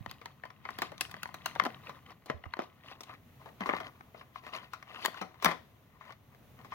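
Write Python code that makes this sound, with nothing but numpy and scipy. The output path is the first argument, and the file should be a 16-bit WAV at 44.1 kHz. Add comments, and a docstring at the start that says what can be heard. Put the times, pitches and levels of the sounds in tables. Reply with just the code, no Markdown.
"""A thud of the hand on the camera body, then sharp snaps: hands pull a stiff plastic tray from a card box.
Each snap is decaying noise in four registers, with ringing of the tray and a short tail of a small room.
Between snaps filtered grains and noise rub and scratch on card and fingers; bumps and thuds are damped low sines.
The tray is close by, left of the two microphone ports; a quiet rumble and hiss of the room lie underneath."""
import sys
import numpy as np
from scipy import signal
from scipy.fft import rfft, irfft, next_fast_len
from scipy.io import wavfile
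from scipy.ndimage import uniform_filter1d, map_coordinates

SR = 44100
rng = np.random.default_rng(int(sys.argv[2]) if len(sys.argv) > 2 else 0)


def unload_wav(signal):
    """Save mono or channel-first audio to the path in sys.argv[1] as 16-bit WAV at rate SR, clipped to [-1, 1]."""
    wavfile.write(
        sys.argv[1],
        SR,
        np.round(np.clip(np.atleast_2d(signal).T, -1, 1) * 32767).astype(np.int16),
    )


N = 297234

# resonances of the tray: (nominal frequency [Hz], relative level [dB], t60 [s])
TRAY_MODES = [(646, -6.5, 0.14), (745, -13, 0.25), (1026, -2, 0.16), (1061.7, 9, 0.047), (1166, 0, 0.098),
              (1204.4, 1.5, 0.067), (1276, -5, .1), (1470, -13, 0.16), (1877, -10.5, .1), (2065, -3, 0.1),
              (2332, -11, 0.12), (2508, -11.5, .15), (3090, -9, .13), (3780, -22.5, 0.13)]


def amp(db):
    """Decibels to amplitude."""
    return 10 ** (np.asarray(db) / 20)


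def unit(x):
    """Scale x to an rms of 1."""
    return x / np.sqrt(np.mean(x ** 2) + 1e-20)


def fade(t, t60):
    """Exponential decay that has lost 60 dB at t60."""
    return np.exp(-np.log(1000) * t / t60)


def along(points, hz):
    """Interpolate (frequency [Hz], value) points on a log axis."""
    f, v = np.transpose(points)
    return np.interp(np.log(hz + 1), np.log(f), v)


def curves(rows):
    """One value per sample for each column after the time."""
    s, *cols = np.transpose(rows)
    return [np.interp(np.arange(N) / SR, s, c) for c in cols]


def wobble(rate):
    """A smooth random curve, rate knots a second."""
    knots = rng.standard_normal(int(N * rate / SR) + 4)
    return map_coordinates(knots, [np.arange(N) * rate / SR])


def filtered(x, response):
    """x times a response of frequency."""
    m = next_fast_len(N + SR // 4)
    return irfft(rfft(x, m) * response(np.fft.rfftfreq(m, 1 / SR)), m)[..., :N]


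def band(x, low_hz, high_hz):
    """Causal band-pass, kept below half the sample rate."""
    edges = [low_hz, min(high_hz, SR / 2 - 1)]
    return signal.sosfilt(signal.butter(3, edges, "band", fs=SR, output="sos"), x)


def ears(pair, spread):
    """Left and right from a common signal and an unrelated one weighted by spread."""
    common, apart = pair[0], spread * pair[1]
    return np.array([common + apart, common - apart]) / np.hypot(1, spread)


def add(track, s, sound):
    """Mix a sound into the track at time s."""
    part = track[..., max(round(s * SR), 0):][..., :sound.shape[-1]]
    part += sound[..., :part.shape[-1]]


def room_tone(level_db, waver_db):
    """A wavering bed of noise: the rumble is largely alike on both sides, the hiss unrelated."""
    # spectrum of the quiet room: (frequency [Hz], relative level [dB])
    quiet = [(25, -26), (50, -11), (85, -4), (130, -0.5), (180, -9.5), (235, -7), (330, -16), (600, -17.5),
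             (1100, -23), (1600, -26), (2600, -27), (4500, -33), (8000, -42), (14000, -31.5)]
    # left-right correlation of the room tone: (frequency [Hz], correlation [-1 to 1])
    likeness = [(40, .6), (130, 1), (500, 0.63), (2000, 0.33), (8000, .1)]

    def mid_side(hz):
        # this angle between mid and side gives the wanted correlation
        turn = np.arccos(np.clip(along(likeness, hz), -1, 1)) / 2
        return amp(along(quiet, hz)) * np.array([np.cos(turn), np.sin(turn)])

    mid, side = filtered(rng.standard_normal((2, N)), mid_side)
    level = amp(level_db + waver_db * wobble(2.93))
    return level * unit(np.array([mid + side, mid - side]))


def handling():
    """The hands shift the box with a soft rumble of low, band-limited noise."""
    # rumble of the box: (time [s], level [dB])
    shifting = [(0, -63.5), (.35, -66.5), (.7, -61.5), (1.3, -58.5), (2.0, -65), (2.6, -74), (3.3, -80.5),
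                (6.0, -72.5), (6.7, -68.5)]
    level_db, = curves(shifting)
    rumble = band(ears(rng.standard_normal((2, N)), spread=0.38), 85, 191)
    return amp(level_db) * unit(rumble)


def drag():
    """Strength of rub and scratch over time: the steady grip, plus pulls that swell and let go."""
    # faint rubbing of the fingers that hold the tray: (time [s], level before trim [dB])
    grip = [(0.0, -61.5), (0.49, -69), (0.77, -59), (1.73, -56.5), (2.16, -69.5), (2.5, -61.5), (2.63, -65),
            (3.06, -62), (3.21, -71.5), (3.49, -71), (3.66, -59.5), (4.2, -70.5), (4.54, -62),
            (4.84, -64.5), (5.03, -53), (5.69, -69.5), (6.55, -75), (6.74, -64.5)]
    # pulls over card and skin: (start [s], length [s], rub level [dB], scratch re rub [dB])
    strokes = [(.087, .012, -56, 6.5), (0.216, .08, -61, -9), (0.639, .12, -55, -2),
               (0.802, .05, -54.5, 6.5), (0.997, .06, -56, -2.5), (1.102, .17, -60, -3),
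               (1.332, .24, -55, -6), (1.462, .025, -53, -2.5), (1.696, .05, -57.5, -20.5),
               (1.816, .07, -51, -6), (1.937, .025, -54, -8.5), (2.053, .055, -52.5, -7.5),
               (2.267, .03, -52.5, -24), (2.593, .05, -53, -2.5), (2.826, .095, -51, -2),
               (3.05, .085, -53, -8.5), (3.396, .03, -56.5, -6), (3.453, .03, -54, -20),
               (3.598, .04, -47, -9), (3.68, .095, -44, -24), (3.825, .045, -47, -10),
               (4.138, .06, -58.5, 0.5), (4.344, .03, -58.5, 4), (4.421, .065, -48, -5),
               (4.523, .04, -42.5, -0.5), (4.611, .03, -52.5, -3), (4.86, .13, -49, -4.5),
               (4.998, .045, -47, 5), (5.111, .08, -49, -5), (5.92, .045, -63.5, -13),
               (6.028, .075, -51, -10.5), (6.315, .02, -62, -22), (6.565, .05, -56, -19)]
    grip_trim_db, grip_scratch_db = -2.5, -10.5  # scratch is relative to the rub
    swell_power, release_t60_s = 0.66, 0.14
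    t = np.arange(N) / SR
    rub = amp(curves(grip)[0] + grip_trim_db)
    scratch = amp(grip_scratch_db) * rub
    for s, length_s, db, scratch_db in strokes:
        swell = np.clip((t - s) / length_s, 0, 1) ** swell_power
        release = fade(np.maximum(t - s - length_s, 0), release_t60_s)
        pull = amp(db) * swell * release
        rub, scratch = np.hypot(rub, pull), np.hypot(scratch, amp(scratch_db) * pull)
    return rub, scratch


def grains(per_s, low_hz, high_hz, cycles, scatter_db):
    """Tiny crinkles at random times: sines of random pitch and size that die within some cycles."""
    count = int(per_s * N / SR)
    when, height, size = rng.random((count, 3)).T[:, :, None]
    hz = low_hz + height * (high_hz - low_hz)
    k = np.arange(SR // 50)
    strength = amp(-scatter_db * np.log(.02 + size))
    ticks = strength * np.sin(2 * np.pi * hz * k / SR) * fade(k / SR, cycles / hz)
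    places = (when * N).astype(int) + k
    return np.bincount(places.ravel(), ticks.ravel(), N)[:N]


def friction(spectrum, crinkles, hiss):
    """Crinkles over the smooth hiss of sliding, both coloured by the spectrum, rms 1."""
    colour = lambda hz: amp(along(spectrum, hz))
    smooth = filtered(ears(rng.standard_normal((2, N)), spread=.7), colour)
    return unit(unit(filtered(crinkles, colour)) + hiss * unit(smooth))


def shell(x, boost_db, width_hz, bend):
    """The tray's modes stand out as narrow lines and drift as the fingers bend it; the broad colour is kept."""
    grid = np.arange(0, SR / 2, 4)

    def response(hz, tuning):
        lines = sum(1 / (1 + (2 * (grid - f * tuning) / width_hz) ** 2) for f, _, _ in TRAY_MODES)
        power = 1 + amp(boost_db) ** 2 * lines
        # dividing by the smoothed power keeps the broad colour
        return np.interp(hz, grid, np.sqrt(power / uniform_filter1d(power, size=110)))

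    both = lambda hz: np.array([response(hz, 1 - bend), response(hz, 1 + bend)])[:, None]
    slack, taut = filtered(x, both)
    tension = .5 + .5 * np.tanh(2 * wobble(1.7))
    return slack + tension * (taut - slack)


def sliding(rub_strength, scratch_strength):
    """The tray drags over card and fingers: a hollow rub, a crisper scratch and stray ticks where it catches."""
    # colour of the rub: (frequency [Hz], relative level [dB])
    rub_colour = [(90, -34.5), (200, -1.5), (420, -8.5), (700, -7.5), (1100, 1), (1550, -10.5),
                  (2000, -2.5), (2800, -20), (4500, -30)]
    # colour of the scratch: (frequency [Hz], relative level [dB])
    scratch_colour = [(1500, -48.5), (2600, 9), (3400, 3.5), (4700, 3), (6000, -11), (8300, -20),
                      (11000, -7.5), (16000, -25)]
    rub = friction(rub_colour, grains(750, 450, 2600, cycles=20, scatter_db=3.3), hiss=.48)
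    scratch = friction(scratch_colour, grains(800, 2200, 7500, cycles=36, scatter_db=4), hiss=.48)
    catches = np.abs(grains(50, 600, 3000, cycles=18, scatter_db=2.5))
    # each catch lets go as a brief, bright surge of the same friction
    ticks = .45 * unit(band(catches * (rub + .7 * scratch), 1000, 4500))
    drawn = rub_strength * (rub + ticks) + scratch_strength * scratch
    return shell(drawn, boost_db=7, width_hz=40, bend=.015)


def bumps(contacts):
    """Soft contacts move a whole body in one low, damped swing that sags in pitch as the pressure eases."""
    out, t = np.zeros(N), np.arange(SR // 3) / SR
    sag = 1 + .42 * fade(t, .06)
    for s, db, hz, t60 in contacts:
        swing = np.sin(2 * np.pi * hz * np.cumsum(sag) / SR)
        soft_onset = 1 - fade(t, 0.014)
        add(out, s, amp(db) * swing * fade(t, t60) * soft_onset)
    return out


def camera_thuds():
    """The hand thuds on the camera body: damped low swings that reach mostly the right port."""
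    # thuds: (time [s], level before soft onset [dB], settled pitch [Hz], t60 [s])
    thuds = [(.008, -27, 102, 0.058), (.075, -39.5, 87, 0.15), (2.343, -33, 76, 0.18),
             (2.463, -31.5, 77, .11)]
    left_db = -33
    return np.outer([amp(left_db), 1], bumps(thuds))


def lead_in(length_s):
    """A faint noise swells briefly ahead of each snap: band-limited noise under a reversed decay."""
    t = np.arange(round(length_s * SR)) / SR
    noise = band(ears(rng.standard_normal((2, len(t))), spread=0.86), 600, 3900)
    return unit(noise) * fade(t, 2 * length_s)[::-1]


def registers(db, knock_db, edge_db):
    """Levels of body, knock, edge and fizz: the harder the edge of a snap, the more it fizzes on top."""
    # top of a snap: (edge re body [dB], fizz re body [dB])
    fizz = [(-34, -34.5), (-15, -32.5), (-8.5, -17), (-1.5, -2.5), (5, -0.5)]
    return db + np.array([0, knock_db, edge_db, np.interp(edge_db, *np.transpose(fizz))])


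def stutter(count, per_s, depth_db):
    """A buckle runs across the sheet in uneven little jumps: a jagged gain, count samples long."""
    position = np.arange(count) * per_s / SR
    knots = rng.standard_normal(int(position[-1]) + 2)
    return amp(depth_db * map_coordinates(knots, [position], order=1))


def facet(x, pitch_hz, stretch, sharpness, boost_db):
    """The patch of sheet that flips colours the snap with its own unevenly spaced overtones."""
    peaks = 0
    for hz in pitch_hz * (1 + np.arange(len(stretch))) ** 1.2 * stretch:
        resonator = signal.iirpeak(min(hz, 15000), sharpness * np.sqrt(hz / 1000), SR)
        peaks = peaks + signal.lfilter(*resonator, x)
    return x + amp(boost_db) * peaks


def buckle(register_db, t60, pitch_hz, crack, crack_t60):
    """One snap of noise: a hard crack and a flutter of the sheet, the topmost register dying first."""
    # registers in the order body, knock, edge, fizz:
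    # (low edge [Hz], high edge [Hz], trim [dB], share of the snap's t60s [ratio])
    register_bands = [(680, 1993, -2.5, 1.46), (200, 890, 2.5, 2.7), (2220, 5290, -0.5, 1.6),
                      (6700, 22900, -1, 1)]
    t = np.arange(SR // 10) / SR
    rise = 1 - fade(t, .002)
    push = np.array([rise * (fade(t, t60 * share) + crack * fade(t, crack_t60 * share))
                     for *_, share in register_bands])
    noise = ears(rng.standard_normal((2, *push.shape)), spread=0.64) * push
    noise = noise * stutter(count=len(t), per_s=700, depth_db=2)
    stretch = np.append(1, rng.uniform(.77, .87, size=3))
    noise = facet(noise, pitch_hz, stretch, sharpness=5.5, boost_db=4)
    out = 0
    for k, (low_hz, high_hz, trim_db, _) in enumerate(register_bands):
        # sqrt(10) turns rms over this 0.1 s into rms as if the energy lay within 10 ms
        register = unit(band(noise[:, k], low_hz, high_hz)) / np.sqrt(10)
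        out = out + amp(register_db[k] + trim_db) * register
    return out


def tray_ring():
    """The tray's modes as damped sines, at new strengths for every snap."""
    t = np.arange(SR // 3) / SR
    hz, db, t60 = np.transpose(TRAY_MODES)[:, :, None]
    detune = 1 + 0.0064 * rng.standard_normal(hz.shape)  # the fingers bend the shell slightly out of tune
    phase = rng.uniform(0, 2 * np.pi, hz.shape)
    strength = amp(db + 2 * rng.standard_normal(hz.shape))
    modes = strength * np.sin(2 * np.pi * hz * detune * t + phase) * fade(t, t60)
    return modes.sum(0) * (1 - fade(t, 0.0053))


def room(x):
    """A fresh stereo tail of the walls for the sound x: noise that decays at its own rate in each band."""
    # decay of the room: (frequency [Hz], t60 [s])
    walls = [(150, 0.44), (1000, 0.25), (4000, 0.34), (14000, 0.22)]
    hz, t, z = signal.stft(rng.standard_normal((2, SR // 3)), SR, nperseg=256)
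    tail = signal.istft(z * fade(t, along(walls, hz)[:, None]), SR, nperseg=256)[1]
    delay = round(.005 * SR)
    tail = np.pad(ears(tail, spread=0.99), ((0, 0), (delay, 0)))
    return signal.fftconvolve(x, tail / np.linalg.norm(tail[0]), axes=1)


def snaps(ring_db, room_db, lead_in_db):
    """Every buckle; a loosely held sheet flutters longer and sets the tray ringing more."""
    # buckles of the sheet: (time [s], body level before trim [dB], knock re body before trim [dB],
    # edge re body before trim [dB], t60 before the register's share [s], pitch of the facet [Hz])
    buckles = [(.061, -40.5, -4, -11.5, .01, 993), (.112, -41.5, -14.5, -4.5, 0.012, 1053),
               (.214, -48.5, -7.5, -10.5, .04, 1110), (.257, -38, -14.5, -8.5, 0.016, 1007),
               (.436, -38.5, -7, -25, 0.012, 1000), (.452, -45, -8, -11, 0.034, 1030),
               (.503, -46.5, -22, -13.5, 0.022, 1160), (0.6523, -37.5, -12.5, -18, 0.026, 1070),
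               (.689, -34.5, -19.5, -24, 0.019, 1130), (.705, -48, -3.5, -6, 0.022, 1084),
               (0.7864, -37, -9.5, -5.5, 0.026, 1110), (.819, -28, -9.5, -7, 0.016, 2260),
               (.825, -34.5, -8, -10.5, 0.042, 1217), (.918, -48, 2, -7.5, 0.031, 590),
               (0.979, -60, -18, 10, 0.016, 2090), (1.0089, -32, -16, 3.5, 0.022, 2550),
               (1.112, -48, -16, -2, 0.024, 1160), (1.141, -38, -10.5, -14.5, 0.013, 1020),
               (1.166, -48.5, -9, -8, .016, 1089), (1.231, -35.5, -21, -4, 0.014, 1430),
               (1.256, -36.5, -14.5, -20, .011, 1020), (1.274, -59.5, -13, -1.5, 0.035, 1050),
               (1.29, -47.5, -6.5, -24, .014, 1050), (1.342, -43.5, -6.5, -3.5, 0.033, 1320),
               (1.459, -30, -18, -3.5, 0.022, 1450), (1.552, -43, -13, -8.5, .022, 1950),
               (1.5595, -39.5, -4, -17.5, .016, 900), (1.598, -18, -23, -17.5, .009, 1100),
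               (1.619, -36, -11, -20, .025, 1080), (1.637, -38.5, -5.5, -6.5, 0.014, 1010),
               (1.651, -33, -15, -9, .018, 1000), (1.657, -31, -10, -14, 0.015, 1000),
               (1.6635, -35, 1.5, -10, .018, 700), (1.894, -42, -5, -9.5, 0.046, 1216),
               (2.259, -57.5, 2, 4, 0.039, 2100), (2.2987, -29.5, -2.5, -14, 0.022, 617),
               (2.439, -43, -12.5, -23, 0.0098, 1053), (2.456, -46.5, -5.5, -20, 0.024, 1170),
               (2.537, -31.5, -25, -23, 0.01, 967), (2.568, -48, -0.5, -10, .025, 1000),
               (2.591, -36, 4.5, -13, 0.011, 690), (2.599, -40, -4, -14, 0.035, 1220),
               (2.618, -47.5, 1, -9, .03, 1200), (3.0066, -49.5, -3, 0.5, 0.034, 1110),
               (3.0339, -56, -12, 7.5, 0.023, 2060), (3.094, -47, -10.5, -25, 0.084, 1241),
               (3.458, -51.5, 2.5, -8, .09, 925), (3.607, -36.5, -9.5, -11, 0.016, 680),
               (3.616, -38.5, -4, -16, 0.054, 1050), (3.659, -36, -3.5, -12, 0.025, 1150),
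               (3.667, -40.5, -1, -7.5, 0.091, 1300), (3.691, -24.5, -8.5, -30, 0.009, 1130),
               (3.696, -28, -10.5, -35, 0.014, 1160), (3.708, -34, -7, -30, 0.046, 1110),
               (3.7355, -28, -7, -44, 0.013, 950), (3.744, -39, -7.5, -29, .07, 1030),
               (3.764, -43, -4, -8.5, 0.067, 680), (3.802, -37.5, -6, -10.5, 0.047, 725),
               (4.008, -46, -17, -20, 0.013, 1240), (4.145, -51, 0, -33, 0.036, 696),
               (4.211, -46.5, -15, -19, .032, 1230), (4.358, -40.5, -31, -24, 0.034, 1200),
               (4.533, -39.5, -22, -18, 0.25, 1060), (4.7338, -38.5, -19.5, -8.5, 0.042, 1380),
               (4.826, -44.5, -33, -11.5, 0.018, 1140), (5.0495, -27, -13, -8, 0.02, 1060),
               (5.058, -27.5, -21, -3, 0.015, 1000), (5.081, -44, 2, -13, 0.012, 714),
               (5.143, -44, -21.5, -13.5, 0.018, 1533), (5.214, -36, -2, -9, 0.048, 1275),
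               (5.424, -37, -5.5, -5, 0.089, 1240), (5.4457, -22.5, -10.5, -4, 0.019, 1150),
               (5.457, -25.5, -15, -5, 0.0034, 1100), (5.4595, -19, -14, -13, 0.035, 1210),
               (5.481, -36, -7.5, -9.5, 0.02, 990), (5.487, -33, -4.5, -11.5, .07, 1050),
               (5.506, -37, -13, -13.5, .04, 2000), (5.5125, -32, -9.5, -11, 0.042, 1120),
               (6.01, -49, -17, -15, 0.11, 2068), (6.105, -48.5, -9, -14, .025, 1090),
               (6.122, -47.5, -30, -10, 0.022, 1110), (6.646, -51.5, -3.5, -7.5, 0.07, 1127),
               (6.721, -37.5, -11.5, -16, 0.26, 1120)]
    out, tails = np.zeros((2, 2, N))
    for s, db, knock_db, edge_db, t60, pitch_hz in buckles:
        snap = buckle(registers(db, knock_db, edge_db), t60, pitch_hz, crack=0.68, crack_t60=0.0065)
        looseness = np.clip(t60 / .06, 0, 1)
        swell = lead_in(length_s=0.041)
        add(out, s - swell.shape[1] / SR, amp(db + lead_in_db) * looseness * swell)
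        add(out, s, snap)
        add(out, s, amp(db + ring_db) * looseness * unit(tray_ring()))
        add(tails, s, amp(room_db) * np.sqrt(looseness) * room(snap))
    return out + shell(tails, boost_db=4, width_hz=27, bend=0.0045)


def crinkling(effort, count):
    """Small facets flip at random, more often and louder the harder the sheet is dragged."""
    body_db, scatter_db = -59, 5.5  # at an average drag, before the register trims
    knock_db, edge_db = -9, -10  # re body, before the register trims
    typical_hz, growth = 1200, 0.28  # growth in dB per dB of drag
    out = np.zeros((2, N))
    # evenly shared portions of the work above a light drag hold one flip each
    work = np.cumsum(np.maximum(effort - np.percentile(effort, 25), 0))
    starts = np.searchsorted(work, work[-1] * (np.arange(count) + rng.random(count)) / count)
    force = (effort / effort.mean()) ** growth
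    for n, (size, pitch) in zip(starts, rng.standard_normal((count, 2))):
        levels = registers(body_db + scatter_db * size, knock_db, edge_db)
        pitch_hz = typical_hz * np.exp(.25 * pitch)
        flip = buckle(levels, t60=0.024, pitch_hz=pitch_hz, crack=1.0, crack_t60=0.0028)
        add(out, n / SR, force[n] * flip)
    return out


def pings():
    """A crease flips and rings briefly as one damped sine at its own pitch."""
    # creases: (time [s], level before soft onset [dB], pitch [Hz], t60 [s])
    creases = [(1.009, -26, 3300, 0.012), (1.599, -16, 2030, .012), (2.438, -40.5, 2920, 0.019),
               (2.456, -67, 2805, .5), (2.537, -30, 4240, 0.012), (3.007, -33.5, 5640, .014),
               (3.033, -45, 3400, .018), (5.058, -22, 7100, 0.0087), (5.446, -19, 5850, 0.012)]
    out, t = np.zeros(N), np.arange(SR // 4) / SR
    for s, db, hz, t60 in creases:
        add(out, s, amp(db) * np.sin(2 * np.pi * hz * t) * fade(t, t60) * (1 - fade(t, 0.0037)))
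    return out


def tray_bumps():
    """Tray and box bump dully: damped low swings."""
    # bumps: (time [s], level before soft onset [dB], settled pitch [Hz], t60 [s])
    contacts = [(1.62, -39.5, 171, 0.17), (1.656, -33.5, 228, 0.12), (1.892, -48.5, 137, 0.15),
                (2.299, -34.5, 130, 0.082), (3.607, -31.5, 181, .12), (3.731, -42.5, 170, 0.21),
                (5.213, -42.5, 176, .22), (5.456, -29, 165, 0.2), (5.46, -45.5, 54.3, 0.16)]
    return bumps(contacts)


def placed(x):
    """The tray is left of the microphones: earlier and louder on that side."""
    # where the tray is held: (time [s], lead of the left ear [ms], left over right [dB])
    place = [(0, 0.054, 3), (.8, 0.097, 4), (1.6, 0.088, 3.5), (2.5, 0.066, 3.5), (3.6, .17, 4.5),
             (5, 0.13, 6), (6.7, 0.14, 5)]
    lead_ms, balance_db = curves(place)
    half = lead_ms * SR / 2000  # half the lead, in samples
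    return np.array([amp(side * balance_db / 2) * map_coordinates(ch, [np.arange(N) + side * half], order=5)
                     for ch, side in zip(x, (1, -1))])


def scene():
    """Sounds of tray and box from one place; thuds on the camera; room tone underneath."""
    rub, scratch = drag()
    tray = snaps(ring_db=-16, room_db=-9.0, lead_in_db=-14.0) + pings()
    tray = tray + crinkling(rub, count=70) + sliding(rub, scratch) + tray_bumps()
    return placed(tray + handling()) + camera_thuds() + room_tone(level_db=-61, waver_db=2.0)


def record(dry):
    """The two microphone ports colour the sound a little differently; nothing passes above the band limit."""
    # colour shared by the ports: (frequency [Hz], level [dB])
    microphone = [(3900, -1), (4900, -4.5), (6300, 2.5), (8000, -1.5)]
    # difference of the ports: (frequency [Hz], left over right [dB])
    ports = [(25, -4.5), (70, 0.5), (140, 0), (1000, 1), (2000, 1), (4000, -1.5), (8000, 0.5), (14000, 3.5)]
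    top_hz = 16100
    colour_db = lambda hz: along(microphone, hz) + np.outer([.5, -.5], along(ports, hz))
    return filtered(dry, lambda hz: amp(colour_db(hz)) * (hz < top_hz))


dry = scene()
out = record(dry)
unload_wav(out)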